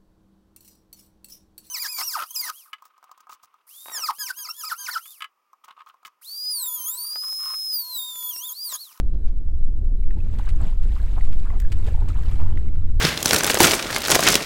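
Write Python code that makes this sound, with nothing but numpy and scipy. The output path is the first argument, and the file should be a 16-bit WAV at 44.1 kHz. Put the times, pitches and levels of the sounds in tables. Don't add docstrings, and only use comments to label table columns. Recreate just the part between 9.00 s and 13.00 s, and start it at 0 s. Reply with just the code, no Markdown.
import sys
import numpy as np
from scipy import signal
from scipy.fft import rfft, irfft
from scipy.io import wavfile

SR = 44100
rng = np.random.default_rng(int(sys.argv[2]) if len(sys.argv) > 2 else 0)


def to_wav(sig):
    pcm = np.clip(np.atleast_2d(sig), -1, 1) * 32767
    pcm = np.round(pcm).astype(np.int16)
    wavfile.write(sys.argv[1], SR, pcm.T)


N = 176400
TIME = np.arange(N) / SR

# f/Hz, relative spectral density/dB
AIR_SPECTRUM = [(1500, 1), (2500, -8), (4000, -8.5), (8000, -12.5), (15500, -16)]
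BUFFET_SPECTRUM = [(4, 0), (20, -8), (50, -18), (70, -25), (200, -70)]
DRUM_SPECTRUM = [(35, -22), (60, -3), (78, 0), (90, -3), (105, -11), (250, -55)]
RUSH_SPECTRUM = [(80, -8), (135, 2), (200, -3), (350, -11), (600, -24), (900, -36), (3000, -68)]
# t/s, relative level/dB
BUFFET_LEVELS = [(0.3, -38), (2.35, -35), (3.2, -38.5), (3.3, -34.5), (3.8, -38.5)]
DRUM_LEVELS = [(0.1, -39), (0.68, -33.5), (0.78, -26.5), (0.97, -37.5), (1.65, -18.5), (1.69, -36),
               (2.62, -32.5), (2.78, -22), (3.9, -23.5)]
RUSH_LEVELS = [(0.15, -42), (0.4, -49), (0.6, -50), (0.86, -43), (0.99, -45), (1.05, -55), (1.11, -44),
               (1.28, -42), (1.51, -47), (1.62, -40), (1.78, -53), (1.83, -47), (3.7, -42), (3.8, -46)]

# t/s, bump level/dB, scuff level/dB
KNOCKS = [(0.139, -56, -67), (.277, -54, -58.5), (.48, -56, -70.5), (0.602, -58.5, -84), (.665, -66, -65)]
# t/s, level/dB
TICKS = [(2.599, -38), (2.617, -48.5)]
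# f/Hz, relative spectral density/dB
BUMP_SPECTRUM = [(300, -10.5), (620, 2), (1250, -12), (2800, -25)]
SCUFF_SPECTRUM = [(1300, -2), (5000, -2.5), (8000, -16), (15000, -32.5)]
TICK_SPECTRUM = [(2300, 2), (5000, -7), (8000, -2), (11000, -12.5), (13500, -1), (15500, -14)]

# t/s, relative level/dB
SPRAY_LEVELS = [(1.0, -73.5), (1.11, -61), (1.3, -57.5), (1.42, -50.5), (1.56, -57), (1.66, -48.5),
                (1.78, -59), (1.95, -51), (2.14, -51.5), (2.26, -53), (2.38, -54.5), (2.47, -54),
                (2.67, -56.5), (2.9, -49.5), (3.02, -55), (3.32, -48), (3.53, -56.5), (3.62, -57.5),
                (3.78, -63), (4.0, -62)]
# t/s, peak level of the tone/dB, starting f/Hz, 60 dB ring time/s
PLOPS = [(1.034, -45, 2310, 0.0049), (1.107, -38.5, 1790, .011), (1.168, -50, 817, .07),
         (1.202, -47, 2500, 0.023), (1.396, -34, 883, .018), (1.56, -50.5, 6650, 0.011),
         (1.615, -44, 7800, 0.0075), (1.724, -46, 980, .027), (1.965, -39, 1180, 0.0085),
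         (1.997, -48, 1570, 0.043), (2.21, -36.5, 2020, 0.0095), (2.502, -40.5, 1970, .022),
         (2.552, -44, 1220, .025), (2.563, -41.5, 750, 0.026), (2.622, -40, 1650, 0.0089),
         (2.648, -42, 1630, 0.021), (2.8, -43.5, 960, 0.017), (2.922, -35.5, 493, 0.015),
         (2.944, -39.5, 840, 0.042), (3.021, -37, 887, 0.02), (3.102, -36.5, 1250, 0.021),
         (3.574, -30.5, 1950, 0.0051), (3.612, -49, 1820, 0.0069), (3.683, -47.5, 2140, 0.022),
         (3.757, -51.5, 1340, 0.015), (3.82, -53, 1260, 0.023), (3.896, -54, 1370, .014)]
# t/s, relative level/dB, hold time/s, centre f/Hz
PLUNGES = [(1.333, -49.5, 0.0088, 676), (1.381, -44.5, .012, 850), (1.469, -43, 0.011, 1050),
           (1.603, -42.5, .012, 1000), (1.616, -48.5, .05, 700), (2.162, -47, .012, 960),
           (2.173, -38, 0.011, 840), (2.453, -46.5, 0.022, 1140), (2.499, -42.5, 0.0092, 860),
           (2.518, -45.5, 0.026, 900), (2.87, -38.5, .012, 715), (2.971, -49.5, 0.089, 796),
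           (3.076, -47.5, 0.015, 1030), (3.142, -49.5, 0.049, 1070), (3.389, -42.5, 0.031, 870),
           (3.426, -51, 0.1, 950)]
# t/s, level/dB, decay time constant/s
SLAPS = [(1.337, -48.5, .003), (1.386, -44.5, 0.0049), (1.489, -40, 0.0072), (1.83, -50, 0.0089),
         (2.244, -49.5, 0.011), (2.326, -48, 0.0086), (2.718, -38, 0.0065), (2.865, -45.5, 0.017),
         (3.085, -44, 0.012), (3.312, -47.5, 0.0035), (3.356, -51, 0.0038), (3.75, -54, 0.0043)]
# f/Hz, relative spectral density/dB
SPRAY_SPECTRUM = [(400, 0.5), (800, 3.5), (1300, 0), (2300, -2.5), (3400, -6.5), (4500, -9.5),
                  (5600, -17.5), (8000, -11), (10000, -22), (13000, -18.5), (15500, -26)]
THUD_SPECTRUM = [(250, 0), (450, -2), (650, -8)]
SLAP_SPECTRUM = [(400, -4.5), (2500, -1), (4000, -5), (5800, -13), (8000, -9.5), (10500, -18), (13000, -20),
                 (15500, -35)]
SNAP_SPECTRUM = [(2500, -3), (8000, 0), (15000, -3)]

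BUBBLE_ATTACK_S = .00076


def from_db(db):
    return 10 ** (np.asarray(db) / 20)


def rms_one(x):
    return x / np.sqrt(np.mean(x ** 2) + 1e-20)


def drift(corner_hz):
    hz = np.arange(N // 2 + 1) * SR / N
    return rms_one(irfft(rfft(rng.standard_normal(N)) / (1 + (hz / corner_hz) ** 2), N))


def level_curve(rows):
    return from_db(np.interp(TIME, *np.transpose(rows)))


def gain_at(spectrum, hz):
    f, db = np.transpose(spectrum)
    return from_db(np.interp(np.log(hz), np.log(f), db))


def noise(spectrum):
    hz = np.arange(1, N // 2 + 2) * SR / N
    roll_off = (1 + (spectrum[0][0] / (2 * hz)) ** 4) * (1 + (hz / (2 * spectrum[-1][0])) ** 4)
    return rms_one(irfft(rfft(rng.standard_normal(N)) * gain_at(spectrum, hz) / roll_off, N))


def burst(start, attack_s, decay_s, hold_s=0):
    age = TIME - start
    return np.clip(age / attack_s, 0, 1) * np.exp(-np.clip((age - attack_s - hold_s) / decay_s, 0, 50))


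def background():
    whine_hz = 3910
    whine = sum(from_db(-7.5 * k) * np.sin(2 * np.pi * (k + 1) * whine_hz * TIME) for k in range(3))
    hiss = from_db(-72) * noise(AIR_SPECTRUM)
    waver_db = 6 * np.tanh(drift(corner_hz=18))
    return hiss + from_db(-80.5 + waver_db) * whine


def wind():
    ceiling = .6
    eddies = from_db(24.5) * level_curve(BUFFET_LEVELS) * noise(BUFFET_SPECTRUM)
    buffet = ceiling * np.tanh(eddies / ceiling)
    drumming = from_db(-4) * level_curve(DRUM_LEVELS) * noise(DRUM_SPECTRUM)
    rush = from_db(3) * level_curve(RUSH_LEVELS) * noise(RUSH_SPECTRUM)
    puffs = from_db(1.8 * drift(corner_hz=25))
    flutter = from_db(1.2 * drift(corner_hz=20))
    return buffet + flutter * (drumming + rush * puffs)


def contacts(rows, spectrum, decay_s):
    envelope = sum(from_db(db) * burst(start, attack_s=.0016, decay_s=decay_s) for start, db in rows)
    return noise(spectrum) * envelope


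def knocks():
    bumps = contacts([(start, db) for start, db, _ in KNOCKS], BUMP_SPECTRUM, decay_s=.023)
    scuffs = contacts([(start, db) for start, _, db in KNOCKS], SCUFF_SPECTRUM, decay_s=.014)
    return bumps + scuffs


def ticks():
    return contacts(TICKS, TICK_SPECTRUM, decay_s=.0038)


def bubble(age, hz, ring_s, rise):
    age = np.clip(age, 0, 2 * ring_s)
    onset = np.clip(age / BUBBLE_ATTACK_S, 0, 1)
    decay = np.exp(-np.log(1000) * np.maximum(age - BUBBLE_ATTACK_S - ring_s / 10, 0) / ring_s)
    phase = 2 * np.pi * hz * age * (1 + rise * age / (2 * ring_s))
    return onset * decay * np.sin(phase)


def bubble_stream(hz, per_s, cycles, spread_db):
    births = rng.random(N) < per_s / SR
    strengths = from_db(spread_db * np.minimum(rng.exponential(1, N), 4)) * rng.choice([-1, 1], N)
    pole_radius = from_db(-60 * hz / (cycles * SR))
    pole_angle = 2 * np.pi * hz / SR
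    resonance = [1, 0, -1, 1, -2 * pole_radius * np.cos(pole_angle), pole_radius ** 2]
    soft_onset = signal.butter(1, [hz / 1.3, hz * 1.3], "band", fs=SR, output="sos")[0]
    return rms_one(signal.sosfilt([resonance, soft_onset], births * strengths + 1e-18))


def spray():
    drops_per_s = 3800
    pitches = np.geomspace(485, 14570, 44)
    rates = drops_per_s * np.sqrt(pitches) / np.sqrt(pitches).sum()
    drops = np.zeros(N)
    for hz, per_s in zip(pitches, rates):
        band_gain = gain_at(SPRAY_SPECTRUM, hz) * np.sqrt(hz)
        drops += band_gain * bubble_stream(hz, per_s, cycles=28, spread_db=3.5)
    clumps = from_db(1.4 * drift(corner_hz=45))
    mist = from_db(-8) * noise(SPRAY_SPECTRUM)
    return level_curve(SPRAY_LEVELS) * (from_db(-1.5) * rms_one(drops * clumps) + mist)


def gurgle():
    bubbles_per_s, low_hz, high_hz, ring_cycles = 110, 700, 3400, 34
    chirps = np.zeros(N)
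    for when, pitch, strength in rng.random((int(bubbles_per_s * N / SR), 3)):
        hz = low_hz * (high_hz / low_hz) ** pitch
        first, ring_s = int(when * N), ring_cycles / hz
        age = TIME[:min(int(2 * ring_s * SR), N - first)]
        gain = from_db(2.5 * min(-np.log(1 - strength), 3))
        chirps[first:first + len(age)] += gain * bubble(age, hz, ring_s, rise=.12)
    fade_in = np.clip((TIME - SPRAY_LEVELS[0][0]) / .2, 0, 1)
    return from_db(-23.5) * fade_in * level_curve(SPRAY_LEVELS) ** .6 * rms_one(chirps)


def plops():
    splash_decay_s, rise_per_s = .003, 6
    out, age = np.zeros(N + SR), TIME[:SR // 5]
    opening = np.minimum(age / BUBBLE_ATTACK_S, np.exp((BUBBLE_ATTACK_S - age) / splash_decay_s))
    for start, db, hz, ring_s in PLOPS:
        band = signal.butter(2, [hz / 1.45, hz * 1.45], "band", fs=SR, output="sos")
        splash = from_db(-9.5) * rms_one(signal.sosfilt(band, rng.standard_normal(len(age))))
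        tone = bubble(age, hz, ring_s, rise=rise_per_s * ring_s)
        first = int(start * SR)
        out[first:first + len(age)] += from_db(db) * (tone + splash * opening)
    return out[:N]


def plunges():
    bubbles_per_s, half_width_octaves = 2400, .42
    pitches = np.geomspace(418, 3280, 18)
    per_s = bubbles_per_s / len(pitches)
    streams = np.array([bubble_stream(hz, per_s, cycles=22, spread_db=4) for hz in pitches])
    thud = from_db(-7) * noise(THUD_SPECTRUM)
    out = np.zeros(N)
    for start, db, hold_s, centre_hz in PLUNGES:
        shares = 1 / (1 + (np.log2(pitches / centre_hz) / half_width_octaves) ** 2)
        envelope = burst(start, attack_s=.0027, decay_s=.004, hold_s=hold_s)
        gulp = envelope * (shares @ streams)
        gulp *= np.sqrt(np.sum(envelope ** 2) / np.sum(gulp ** 2))
        out += from_db(db - 1) * (gulp + envelope * thud)
    return out


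def slaps():
    attack_s, snap_delay_s = .0015, .0015
    slap_envelope, snap_envelope = np.zeros(N), np.zeros(N)
    for start, db, decay_s in SLAPS:
        crack = burst(start, attack_s, decay_s)
        scatter = from_db(-13) * burst(start, attack_s=decay_s, decay_s=.018)
        slap_envelope += from_db(db) * (crack + scatter)
        snap_gain = from_db(31.5) * from_db(db) ** 2
        snap_envelope += snap_gain * burst(start + snap_delay_s, attack_s, decay_s=.002)
    crackle = rms_one(from_db(3 * drift(corner_hz=500)))
    return slap_envelope * crackle * noise(SLAP_SPECTRUM) + snap_envelope * noise(SNAP_SPECTRUM)


def scene():
    fish = spray() + plunges() + plops() + slaps()
    boat = ticks() + knocks()
    return (fish + boat + wind() + background())[None]


def record(dry):
    cutoff_hz = 15800
    return signal.sosfilt(signal.ellip(10, .1, 80, cutoff_hz, fs=SR, output="sos"), dry)


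dry = scene()
out = record(dry)
to_wav(out)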